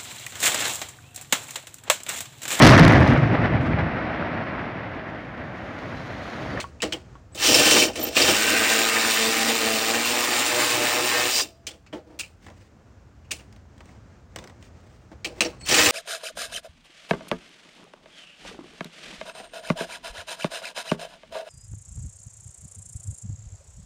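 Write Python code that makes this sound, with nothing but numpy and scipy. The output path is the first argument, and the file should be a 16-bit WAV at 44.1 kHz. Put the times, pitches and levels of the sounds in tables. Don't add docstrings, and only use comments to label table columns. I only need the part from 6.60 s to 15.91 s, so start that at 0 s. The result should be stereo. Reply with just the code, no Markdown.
import sys
import numpy as np
from scipy import signal
from scipy.fft import rfft, irfft, next_fast_len
from scipy.io import wavfile
from scipy.ndimage import uniform_filter1d, minimum_filter1d

SR = 44100
rng = np.random.default_rng(int(sys.argv[2]) if len(sys.argv) > 2 else 0)


def materialize(psi):
    bounded = np.clip(np.atleast_2d(psi).T, -1, 1)
    quanta = np.round(bounded * 32767).astype(np.int16)
    wavfile.write(sys.argv[1], SR, quanta)


N = 410571
T = np.arange(N) / SR
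PADDED = next_fast_len(N + SR // 4, True)
HZ = np.fft.rfftfreq(PADDED, 1 / SR) + 1e-3


def undb(db):
    return 10 ** (np.asarray(db) / 20)


def unit(x):
    return x / np.sqrt(np.mean(x ** 2))


def noise():
    return rng.standard_normal(N)


def colour(points):
    hz, db = np.transpose(points)
    return undb(np.interp(np.log(HZ), np.log(hz), db))


def modes(table):
    response = 0
    for k, (hz, width_hz, db) in enumerate(table):
        response = response + (-1) ** k * undb(db) / (1 + 1j * (HZ - hz * hz / HZ) / width_hz)
    return response


def through(x, response):
    return unit(irfft(rfft(x, PADDED) * response, PADDED)[:N])


def fade(t, t60):
    return (t >= 0) * np.exp(-np.log(1000) * np.maximum(t, 0) / t60)


def swell(start, end):
    return np.sin(np.pi * np.clip((T - start) / (end - start), 0, 1)).clip(0) ** .5


def ramp(start, length):
    return np.clip((T - start) / length, 0, 1)


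def walk(hz):
    steps = rng.standard_normal(size=1024)
    return 1.2 * np.interp(T * hz, np.arange(len(steps)), steps)


def add(track, s, sound):
    i = max(int(s * SR), 0)
    track[i:i + len(sound)] += sound[:N - i]


# pitch_hz [Hz], level_db [dB]
OUTDOORS = [(15, -49.5), (25, -24.5), (92, -6), (130, -11.5), (149, -16.5), (212, -15.5), (326, -22.5),
            (591, -25.5), (988, -31), (1260, -31), (1400, -31.5), (3720, -46), (7110, -44), (16000, -71.5)]
# time_s [s], level_db [dB]
RUMBLE = [(0, 6), (1.7, 5), (2.5, -2), (5.2, -2.5), (6.4, 3), (7.5, 4.5), (8.3, 3.5), (9.3, 9.5)]
OUTDOORS_DB = -52


def outdoors(waver_db=1.6):
    waver = undb(waver_db * unit(uniform_filter1d(noise(), SR // 8)))
    rumble = waver * through(noise(), colour(OUTDOORS))
    hum = through(noise(), modes([(58.5, 19, -2.0), (82.0, 5.4, -0.5), (124.0, 1.9, -3.0)]))
    return undb(OUTDOORS_DB + np.interp(T, *np.transpose(RUMBLE))) * (0.81 * rumble + 0.45 * hum)


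# start_s [s], ring_db [dB], sparkle_db [dB], clack_db [dB], thud_db [dB], note_hz [Hz], note_db [dB]
CLANKS = [(0.0014, -20, -21.5, -24.5, -37.5, 3260, -34.5), (0.204, -41, -49, -50, -59, 2600, -38),
          (0.2202, -13.5, -15.5, -36, -38, 3020, -41), (0.2263, -16, -32, -20, -19.5, 3000, -35),
          (0.323, -18.5, -23, -26, -25.5, 3070, -26), (0.748, -34.5, -21, -52, -33, 3720, -46),
          (0.944, -3, -0.5, -35, -26, 5300, -16), (0.987, -14, -2, -38, -14.5, 2740, -17),
          (1.062, -33, -20, -37, -27, 5880, -24), (1.1104, -8, -3.5, -38, -35, 3240, -20),
          (1.1627, -9, -5, -12, -18, 3010, -30), (1.22, -27, -22, -17, -25, 2470, -17),
          (1.28, -27, -37, -28, -36, 2933, -33), (1.332, -33, -29, -44, -48, 2580, -46),
          (1.357, -23, -21, -31, -37, 2750, -38), (1.565, -7.5, -11, -33, -17.5, 2630, -17),
          (1.6186, -7, -8, -35, -35, 4894, -17), (1.6822, -17, -21, -12, -14.5, 2940, -20),
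          (5.0678, -19.5, -18.5, -50, -40.5, 3120, -36), (5.108, -39, -43, -46, -54, 3500, -54),
          (5.136, -49, -47, -56, -50, 3130, -54), (5.264, -45, -58, -47, -65, 2480, -51),
          (5.3274, -45, -46, -35, -25.5, 3090, -42.5), (5.364, -53, -58, -49, -39, 2890, -57),
          (5.59, -24, -16.5, -45, -53, 2800, -36), (5.5956, -18.5, -16, -39, -47, 2520, -32),
          (5.634, -35, -37.5, -49, -49, 2560, -40), (6.645, -56, -58.5, -63.5, -63, 2660, -60),
          (6.7086, -25.5, -12, -43, -46, 2680, -36), (6.714, -16.5, -16, -33, -38, 2660, -33),
          (6.7933, -46, -50, -46, -48, 2740, -54), (6.804, -49, -53, -47, -56, 2680, -52),
          (8.6457, -16.5, -19.5, -31, -31.5, 2465, -28), (8.8067, -6.5, -9, -17.5, -22, 2593, -17.5),
          (8.8479, -19.5, -30, -31, -26, 5480, -33), (9.009, -42, -44, -43, -47, 2295, -48),
          (9.0597, -31, -18, -46.5, -49, 2799, -50), (9.087, -15, -9, -28, -25, 2760, -33),
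          (9.142, -6.5, -6, -33, -47, 2580, -19), (9.184, -5, -13, -13, -36, 2506, -19),
          (9.2585, -7, -6, -13, -23.5, 2707, -18)]
# pitch_hz [Hz], level_db [dB]
CLINK = [(1000, -14), (1700, -8), (2200, 0), (3000, 2), (3500, -8), (4400, 0), (5300, -5.5), (6500, -9.5),
         (9000, -20.5), (16000, -41.5)]
# pitch_hz [Hz], level_db [dB]
SPARKLE = [(3000, -31.5), (5000, -12), (6500, -3), (8000, 2.5), (10000, 4), (12500, -27.5), (14000, -5.5),
           (16000, -5.5)]
# pitch_hz [Hz], width_hz [Hz], level_db [dB]
PANELS = [(239, 41, -5.5), (310, 37, 1), (367.6, 27, -1), (484, 36, 1.5), (573, 92, -3.5), (624, 51.7, 1.5),
          (727, 15, -10.5), (797, 58, -9.5)]
# pitch_hz [Hz], width_hz [Hz], level_db [dB]
COWL = [(205, 53, -4.5)]
# pitch_hz [Hz], width_hz [Hz], level_db [dB]
CASE = [(768, 70, -2.5), (1050, 100, -2.5), (1219, 80, 2), (1570, 240, -2), (1800, 120, 4), (2280, 480, -1)]
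# pitch_hz [Hz], width_hz [Hz], level_db [dB]
HEAD = [(2325, 130, -1.5), (2553, 110, 1.5), (2737, 85, 3), (3007, 95, 1.5), (3627, 620, -5.5),
        (4230, 460, -5.5), (4803, 300, -8), (5500, 480, -4.5), (7405, 1000, -4.5)]


def clanks(panels, case, head, t60=0.095, rebound_s=0.0052, rebound=0.42, third=0.18, attack_s=0.0007,
           tail_t60=0.25, tail_db=-13, thud_t60=0.18, thud_rise_s=0.0075, note_width_hz=270, rattle_db=2.5):
    t = T[:SR // 2]
    ring, bright, clack, thud, note = np.zeros((5, N))
    contacts = sum((size * fade(t - k * rebound_s, t60)) ** 2 for k, size in enumerate([1, rebound, third]))
    power = (contacts + (undb(tail_db) * fade(t, tail_t60)) ** 2) * (1 - np.exp(-t / attack_s))
    thud_shape = fade(t, thud_t60) * (1 - np.exp(-t / thud_rise_s))
    for s, ring_db, bright_db, clack_db, thud_db, note_hz, note_db in CLANKS:
        add(ring, s, power * undb(ring_db) ** 2)
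        add(bright, s, power * undb(bright_db) ** 2)
        add(note, s, undb(note_db) * np.sqrt(2 * contacts) * np.sin(2 * np.pi * note_hz * t))
        add(clack, s, power * undb(clack_db) ** 2)
        add(thud, s, (undb(thud_db) * thud_shape) ** 2)
    rattle = unit(undb(rattle_db * unit(uniform_filter1d(noise(), SR // 250))))
    steel = unit(through(noise(), colour(CLINK)) + .6 * through(noise(), head))
    sparkle = through(noise(), colour(SPARKLE))
    beating = through(noise(), 1 / (1 + (HZ / note_width_hz) ** 4))
    return (note * beating
            + undb(-11.5) * rattle * steel * ring ** .5
            + undb(-13.5) * rattle * sparkle * bright ** .5
            + undb(-7.5) * through(noise(), case) * clack ** .5
            + undb(0.5) * through(noise(), panels) * thud ** .5)


def overtones(level_db=-19, t60=0.061, count=10):
    out, t = np.zeros(N), T[:SR // 5]
    woken_hz = rng.uniform(2200, 8000, (len(CLANKS), count))
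    for (s, ring_db, *_), pitches in zip(CLANKS, woken_hz):
        partials = np.sin(2 * np.pi * np.outer(pitches, t) + pitches[:, None]).sum(axis=0)
        add(out, s, undb(ring_db + level_db) * fade(t, t60) * partials)
    return out


def width(clank, clank_db=-19, air_db=-69):
    air_colour = [(150, -25.5), (400, -2.5), (650, -1.0), (1250, -8.5), (1600, -36.0), (4000, -59.0)]
    air = through(noise(), colour(air_colour))
    reflection = np.roll(np.gradient(clank), SR // 1000)
    return (undb(clank_db) * reflection + undb(air_db) * air) * np.array([[1], [-1]])


# start_s [s], level_db [dB]
TAPS = [(0.042, -27), (0.5545, -40.5), (8.932, -45)]
# pitch_hz [Hz], level_db [dB], t60_s [s]
COVER = [(970, -5, .05), (1110, -1.5, 0.082), (1360, -3, 0.021), (1785, -18, .02), (2917, -17.5, .02)]


def taps():
    out, t = np.zeros(N), T[:SR // 5]
    note = sum(undb(db) * fade(t, t60) * np.sin(2 * np.pi * hz * t) for hz, db, t60 in COVER)
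    for s, db in TAPS:
        add(out, s, undb(db) * note)
    return out


# start_s [s], end_s [s], pitch_hz [Hz], level_db [dB]
WHISTLES = [(0.721, 0.76, 7960, -55.5), (8.992, 9.066, 8005, -48), (8.997, 9.079, 4380, -52)]


def whistles(width_hz=170):
    out = np.zeros(N)
    for start, end, hz, db in WHISTLES:
        tone = through(noise(), modes([(hz, width_hz, 0)]) ** 2)
        out += undb(db) * swell(start, end) * tone
    return out


# time_s [s], turn_rate_hz [Hz]
SPEED = [(0.91, 119.6), (1.24, 117.1), (1.6, 103), (1.76, 103.3), (1.86, 110.9), (2.21, 112.7),
         (2.71, 112.2), (2.93, 114.2), (3.16, 110.3), (3.27, 111.9), (3.48, 120), (3.8, 121), (4.24, 120.2),
         (4.42, 122.6), (4.57, 121.7), (4.71, 121.6), (4.8, 116.4), (9.12, 96.8), (9.31, 126.4)]
# press_s [s], release_s [s], rise_s [s], share of full speed [0-1],
# steel_db [dB] (pawl and steel), gears_db [dB] (chatter), body_db [dB] (bodywork)
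PULLS = [(0.738, 1.238, .115, 1, -22.5, -29, -27), (1.335, 1.484, .035, 0.49, -38, -42, -36.5),
         (1.5, 1.54, 0.031, 0.53, -41, -52, -52), (1.536, 4.806, .04, 1, -24.5, -28, -29),
         (9.035, 9.395, 0.089, 0.93, -24.5, -28, -27)]
COAST_T60_S, BODY_COAST_T60_S = .17, 0.35
SPIN_POWER = .2
BODY_RISE = 2.1
STEEL_LOAD_DB, GEARS_LOAD_DB, BODY_LOAD_DB = 8.5, 4.5, 5.5
NUT_OFF_S, NUT_OFF_FADE_S, NUT_OFF_DB = 4.685, 0.027, -6


def drive(load):
    spin, steel, gears, body = np.zeros((4, N))
    for press, release, rise, share, steel_db, gears_db, body_db in PULLS:
        attack, since = ramp(press, rise) ** 2, np.maximum(T - release, 0)
        strength = attack * fade(since, COAST_T60_S)
        spin = np.maximum(spin, share * strength ** SPIN_POWER)
        steel = steel + undb(steel_db) * strength
        gears = gears + undb(gears_db) * strength
        panel_onset = attack * ramp(press, BODY_RISE * rise)
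        body = body + undb(body_db) * panel_onset * fade(since, BODY_COAST_T60_S)
    off_db = NUT_OFF_DB * ramp(NUT_OFF_S, NUT_OFF_FADE_S) * (T < PULLS[-1][0])
    hz = spin * np.interp(T, *np.transpose(SPEED))
    return (hz, steel * undb(STEEL_LOAD_DB * load),
            gears * undb(GEARS_LOAD_DB * load + off_db), body * undb(BODY_LOAD_DB * load + off_db))


def tooth_strikes(per_s=450):
    return unit((rng.random(N) < per_s / SR) * noise())


# pitch_hz [Hz], width_hz [Hz], level_db [dB]
SLACK = [(820, 130, 0), (1074, 95, -1)]
SLACK_DB = -9
DRAGGING_ENDS_S = (3.123, 3.553)


def gear_slack(chatter):
    loose = np.interp(T, DRAGGING_ENDS_S, [0, 1]) * (T < PULLS[-1][0])
    return undb(SLACK_DB) * loose * through(chatter * noise(), modes(SLACK))


# harmonic [number], dragging_db [dB], loosening_db [dB], easy_db [dB]
HUM = [(1, -52.5, -51.5, -48), (2, -33.5, -37.5, -51), (3, -41.5, -40, -39), (4, -33.5, -39.5, -37),
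       (5, -44, -39, -38.5), (6, -37.5, -42, -42), (7, -39.5, -39, -41.5), (8, -49, -47, -51),
       (9, -52, -43, -51), (10, -49.5, -49, -52), (11, -43, -50, -51.5)]
EASY_STARTS_S = 3.86


def crank_hum(turns, waver_db=2.0, waver_hz=9, flutter_db=1.95, flutter_hz=45, smear=0.085, smear_hz=45):
    loose, easy = np.interp(T, DRAGGING_ENDS_S, [0, 1]), T > EASY_STARTS_S
    hum = np.zeros(N)
    for k, dragging_db, loosening_db, easy_db in HUM:
        level_db = (1 - loose) * dragging_db + (loose - easy) * loosening_db + easy * easy_db
        unsteady_db = np.sqrt(k) / 2 * (waver_db * walk(waver_hz) + flutter_db * walk(flutter_hz))
        wave = np.sqrt(2) * np.sin(2 * np.pi * k * turns + smear * k * walk(smear_hz))
        hum += undb(level_db + unsteady_db) * wave
    return hum


WHINE_TEETH = 14
WHINE_S, WHINE_DB = (1.6, 2.5), -31.5


def gear_whine(turns, smear=0.3):
    return undb(WHINE_DB) * swell(*WHINE_S) * np.sin(2 * np.pi * WHINE_TEETH * turns + smear * walk(30))


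# time_s [s], load [0-1]
LOAD = [(0.75, 0.88), (0.98, 0.9), (1.69, 0.81), (1.79, 0.4), (1.92, 0.39), (2.3, 0.25), (3.3, 0.03),
        (4.65, 0.05), (9.1, 1), (9.3, 0.6)]
# pitch_hz [Hz], level_db [dB]
STEEL = [(1200, -23.5), (2200, -16.5), (2900, -5), (3600, 0.5), (5000, 0), (6300, -11.5), (6800, -4.5),
         (7300, -3), (7900, -3), (9000, 4), (11000, -2), (13500, 2.5), (16000, -3)]
TURNS_PER_REV, SURGE_S = 25.82, 2.42
WOBBLE_S, WOBBLE_DB = (3.875, 4.31), 2.5


def ratchet(panels, case, head, jitter=.004, scatter_db=0.5, snap_turns=0.16, buck_db=1.5, grit_db=2.0,
            hum_dip_db=7.5, body_surge_db=1.0, gear_flutter_db=1.16, steel_flutter_db=0.84, throb_db=3.5):
    load = np.clip(np.interp(T, *np.transpose(LOAD)), 0, 1)
    hz, steel_gain, gears_gain, body_gain = drive(load)
    strain = load ** 2
    waver = unit(uniform_filter1d(noise(), SR // 100))
    turns = np.cumsum(hz * (1 + jitter * (1 + 4 * strain) * waver)) / SR
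    turn, phase = turns.astype(int), turns % 1
    running = hz > hz.max() / 2

    bucks = np.cos(2 * np.pi * turn / 3)
    scatter = scatter_db * rng.standard_normal(size=2048)[turn]
    size = undb(scatter + buck_db * strain * (bucks + 8.0))
    snap = size * np.exp(-phase / snap_turns)
    snap = snap / np.sqrt(np.mean(snap[running] ** 2)) * (hz > 1)
    kick = unit(np.diff(turn, prepend=0) * size)

    flaws = rng.standard_normal(size=(256, 4))
    flaws = unit(flaws * np.abs(flaws))
    tooth = (phase * len(flaws)).astype(int)
    teeth = sum(flank[tooth] * walk(9) for flank in flaws.T) / 2 * running
    grains = np.repeat(rng.standard_normal(N // 32 + 1), 32)[:N]
    grit = unit(undb(grit_db * grains))
    chatter = unit(0.88 * grit + (.9 - 1.07 * strain) * snap)
    strikes = tooth_strikes()

    pawl = through(chatter * noise() + 0.25 * strikes + 0.5 * teeth, colour(STEEL))
    ring = through(chatter * noise() + 0.28 * strikes + 0.25 * teeth, head)
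    grind_modes = modes([(3080, 100, 2.0), (4230, 680, -9.0), (5650, 550, -4.0)])
    grind = through(noise() * (0.55 + 0.28 * snap), grind_modes)
    soft_pawl = pawl * (hz / hz.max()) ** 0.31
    steel = (soft_pawl + (0.69 + 0.16 * strain) * ring + 0.55 * strain * grind) / (1.1 + 0.42 * strain)
    gears = through(chatter * noise() + 0.67 * teeth + 0.16 * kick + 0.55 * strikes, case)
    gears = gears + gear_slack(chatter)

    rattle = through(noise() * (0.92 + 0.26 * snap), panels)
    shake_colour = [(38, -36.5), (62, -5.5), (100, 1.0), (160, -2.0), (235, 2.5), (400, -13.0), (1000, -31.5)]
    shake = through(noise(), colour(shake_colour))
    body = 0.022 * through(kick, panels) + (0.46 + 0.32 * strain) * rattle + (0.071 + 0.14 * strain) * shake
    wobble = undb(WOBBLE_DB * swell(*WOBBLE_S))
    body = body * wobble * undb(throb_db * strain * walk(60))

    leaning = np.cos(2 * np.pi * (turns - np.interp(SURGE_S, T, turns)) / TURNS_PER_REV)
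    sway = unit(uniform_filter1d(uniform_filter1d(noise(), SR // 25), SR // 40))
    rocking = sway + 0.9 * (1 - strain) * leaning
    sag = undb(-hum_dip_db * ((1 - leaning) / 2) ** 3)
    hum_gain = np.clip(1 - 1.5 * strain, .2, 1) ** 2 * gears_gain / np.median(gears_gain[running])
    hum = crank_hum(turns) * sag * wobble * (1 + 0.12 * waver) * hum_gain

    steel = undb(-0.77 + steel_flutter_db * walk(45)) * steel * steel_gain
    gears = undb(-1.5 + gear_flutter_db * walk(35)) * gears * gears_gain
    body = undb(1.0 + body_surge_db * rocking) * body * body_gain
    return steel + gears + body + hum + gear_whine(turns)


AFTER_RING_HZ, AFTER_RING_DB, AFTER_RING_T60_S = 670, -48.5, 1


def after_ring():
    shaken = np.zeros(N)
    for press, release, *_ in PULLS:
        shaken += ramp(press, release - press) * fade(np.maximum(T - release, 0), AFTER_RING_T60_S)
    return undb(AFTER_RING_DB) * shaken * np.sin(2 * np.pi * AFTER_RING_HZ * T + 1.0 * walk(25))


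# start_s [s], end_s [s], level_db [dB]
SQUEAKS = [(1.396, 1.416, -29), (1.426, 1.45, -20), (1.46, 1.495, -33)]


def squeaks(hz=14300, width_hz=600):
    tone = through(noise(), modes([(hz, width_hz, 0)]) ** 2)
    return tone * sum(undb(db) * swell(start, end) for start, end, db in SQUEAKS)


# pitch_hz [Hz], width_hz [Hz], level_db [dB]
STUD = [(1555, 76, 0.5), (1670, 65, -12), (1812, 44, -1), (2074, 230, -7), (2390, 120, -4.5),
        (2740, 220, -3.5)]
# pitch_hz [Hz], width_hz [Hz], level_db [dB]
SOCKET = [(4730, 180, 1.5), (5030, 460, -4), (5700, 230, -4), (7386, 990, -7.5)]
RASP_S, RASP_RISE_S, RASP_DB, RASP_DB_PER_S = 1.64, 0.3, -25, -23.5
SOCKET_SINGS_S, SOCKET_DB = (4.715, 4.84), -23.5


def fastener():
    rasp_db = RASP_DB + RASP_DB_PER_S * np.maximum(T - RASP_S - RASP_RISE_S, 0)
    rasp_gain = ramp(RASP_S, RASP_RISE_S) * undb(rasp_db) * (T < NUT_OFF_S)
    rasp = rasp_gain * undb(0.79 * walk(29)) * through(noise(), modes(STUD))
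    song = undb(SOCKET_DB) * swell(*SOCKET_SINGS_S) * through(noise(), modes(SOCKET))
    return rasp + song


# start_s [s], end_s [s], scuff_db [dB], rumble_db [dB] (hollow)
RUBS = [(5.09, 5.188, -70, -51.5), (5.432, 5.615, -65.5, -46.5), (5.802, 5.9, -51, -66.5),
        (5.856, 5.93, -61.5, -49), (5.908, 6.123, -58.5, -63), (7.154, 7.417, -60.5, -62),
        (7.757, 7.913, -65, -50), (7.998, 8.098, -53, -60.5), (8.1, 8.507, -61, -58),
        (8.512, 8.543, -66.5, -39.5), (8.64, 8.755, -67, -42.5), (8.745, 8.814, -46.5, -38)]


def rubs(panels, catch_db=2.5):
    catch = unit(undb(catch_db * unit(uniform_filter1d(noise(), SR // 80))))
    scuff_colour = colour([(500, -34.0), (1800, 2), (4000, -7.5), (9000, -7.5), (16000, -17.0)])
    scuff = undb(-5.0) * through(noise(), scuff_colour)
    murmur = undb(-3.5) * through(noise(), panels)
    out = np.zeros(N)
    for start, end, scuff_db, rumble_db in RUBS:
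        out += swell(start, end) ** 2 * (undb(scuff_db) * scuff + undb(rumble_db) * murmur)
    return catch * out


# start_s [s], snap_db [dB], knock_db [dB] (hollow)
TICKS = [(5.865, -40.5, -38), (5.883, -49.5, -42), (5.901, -44, -48), (6.9262, -39, -56),
         (6.962, -44, -52.5), (7.18, -44.5, -63), (7.2055, -46, -39), (7.2567, -44, -50.5),
         (7.2902, -54.5, -43.5), (7.7605, -22, -29), (7.787, -28, -39), (7.825, -49, -46),
         (7.8405, -34, -39), (7.8746, -34.5, -43), (7.897, -44, -43), (8.026, -38, -54),
         (8.5153, -52.5, -41.5)]


def ticks(snap_t60=0.0097, knock_t60=0.04, knock_lag_s=0.0012, tail_db=-22, tail_t60=0.18,
          thump_db=-7, thump_t60=0.22):
    snaps, knocks, thumps = np.zeros((3, N))
    t = T[:SR // 5]
    tail = undb(tail_db) * fade(t, tail_t60)
    for s, snap_db, knock_db in TICKS:
        add(snaps, s, undb(snap_db) * (fade(t, snap_t60) + tail))
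        add(knocks, s + knock_lag_s, undb(knock_db) * (fade(t, knock_t60) + tail))
        add(thumps, s + knock_lag_s, undb(knock_db + thump_db) * fade(t, thump_t60))
    bright = through(noise(), colour([(1000, -12), (2200, 3.0), (4500, -3.0), (8000, -3.0), (16000, -15)]))
    hollow = through(noise(), modes([(450, 420, 2.0), (1070, 790, 1.0), (1890, 630, 2.0)]))
    soft = through(noise(), colour([(70, -14.0), (200, -4.0), (450, -11.5), (1000, -13.0), (3000, -49.0)]))
    return undb(-4.5) * (snaps * bright + knocks * hollow + thumps * soft)


def engine_bay(x, t60=0.028, share_db=-8, shift_hz=5, count=4):
    t = T[:SR // 16]
    echoes = rng.standard_normal((count, len(t))) * fade(t - .002, t60)
    echoes = echoes / np.linalg.norm(echoes, axis=1, keepdims=True)
    echoes = signal.sosfilt(signal.butter(3, 3300, "high", fs=SR, output="sos"), echoes)
    blend = np.array([walk(shift_hz) for _ in echoes])
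    paths = signal.fftconvolve(x[None], echoes, axes=1)[:, :N]
    return x + undb(share_db) * np.sum(paths * blend, axis=0) / np.linalg.norm(blend, axis=0)


# pitch_hz [Hz], width_hz [Hz], level_db [dB]
SHEETS = [(296, 2.8, 2.5), (636, 13, 4)]


def surroundings(x, t60=0.53, low_db=-17.0, high_db=-14, tail_db=-27, tail_t60=0.41, sheet_db=-10):
    t = T[:SR // 2]
    lows, highs, tail = rng.standard_normal((3, len(t)))
    low_band = signal.butter(4, [330, 1100], "band", fs=SR, output="sos")
    high_band = signal.butter(8, [5500, 9500], "band", fs=SR, output="sos")
    lows = signal.sosfilt(low_band, lows * unit(fade(t - .004, t60)))
    highs = signal.sosfilt(high_band, highs * unit(fade(t - .001, 0.015)))
    sides = (undb(low_db) * lows + undb(high_db) * highs) * np.array([[1], [-1]])
    echo = (sides + undb(tail_db) * tail * unit(fade(t - .004, tail_t60))) / np.sqrt(len(t))
    sheet = irfft(rfft(x, PADDED) * modes(SHEETS), PADDED)[:N]
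    return x + undb(sheet_db) * sheet + signal.fftconvolve(x[None], echo, axes=1)[:, :N]


def scene():
    panels, case, head = modes(PANELS), modes(CASE), modes(HEAD)
    cowl = panels - modes(COWL)
    clank = clanks(cowl, case, head) + overtones()
    tool = whistles() + ratchet(panels, case, head) + after_ring() + squeaks() + fastener()
    hands = taps() + rubs(cowl) + ticks()
    return surroundings(engine_bay(clank + tool + hands)) + outdoors() + width(clank)


# pitch_hz [Hz], left_lead [radians]
PORTS = [(0, 0), (5250, 0), (6630, -1.05), (9560, -2.3), (10400, -3.05), (13000, -3.22), (13500, -3.6),
         (14000, -4.1), (16500, -4.95)]
TOP_HZ = 16000


def record(dry, ceiling=1.0):
    lead = np.interp(HZ, *np.transpose(PORTS)) * np.array([[.5], [-.5]])
    ports = irfft(rfft(dry, PADDED) * np.exp(1j * lead), PADDED)[:, :N]
    ports = ports + undb(-81) * rng.standard_normal((2, N))
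    ports = signal.sosfilt(signal.butter(4, 38, "high", fs=SR, output="sos"), ports)
    gain = ceiling / np.maximum(np.abs(ports).max(axis=0), ceiling)
    ports = ports * uniform_filter1d(minimum_filter1d(gain, size=SR // 300), size=SR // 300)
    return signal.sosfilt(signal.ellip(10, .2, 70, TOP_HZ, fs=SR, output="sos"), ports)


dry = scene()
out = record(dry)
materialize(out)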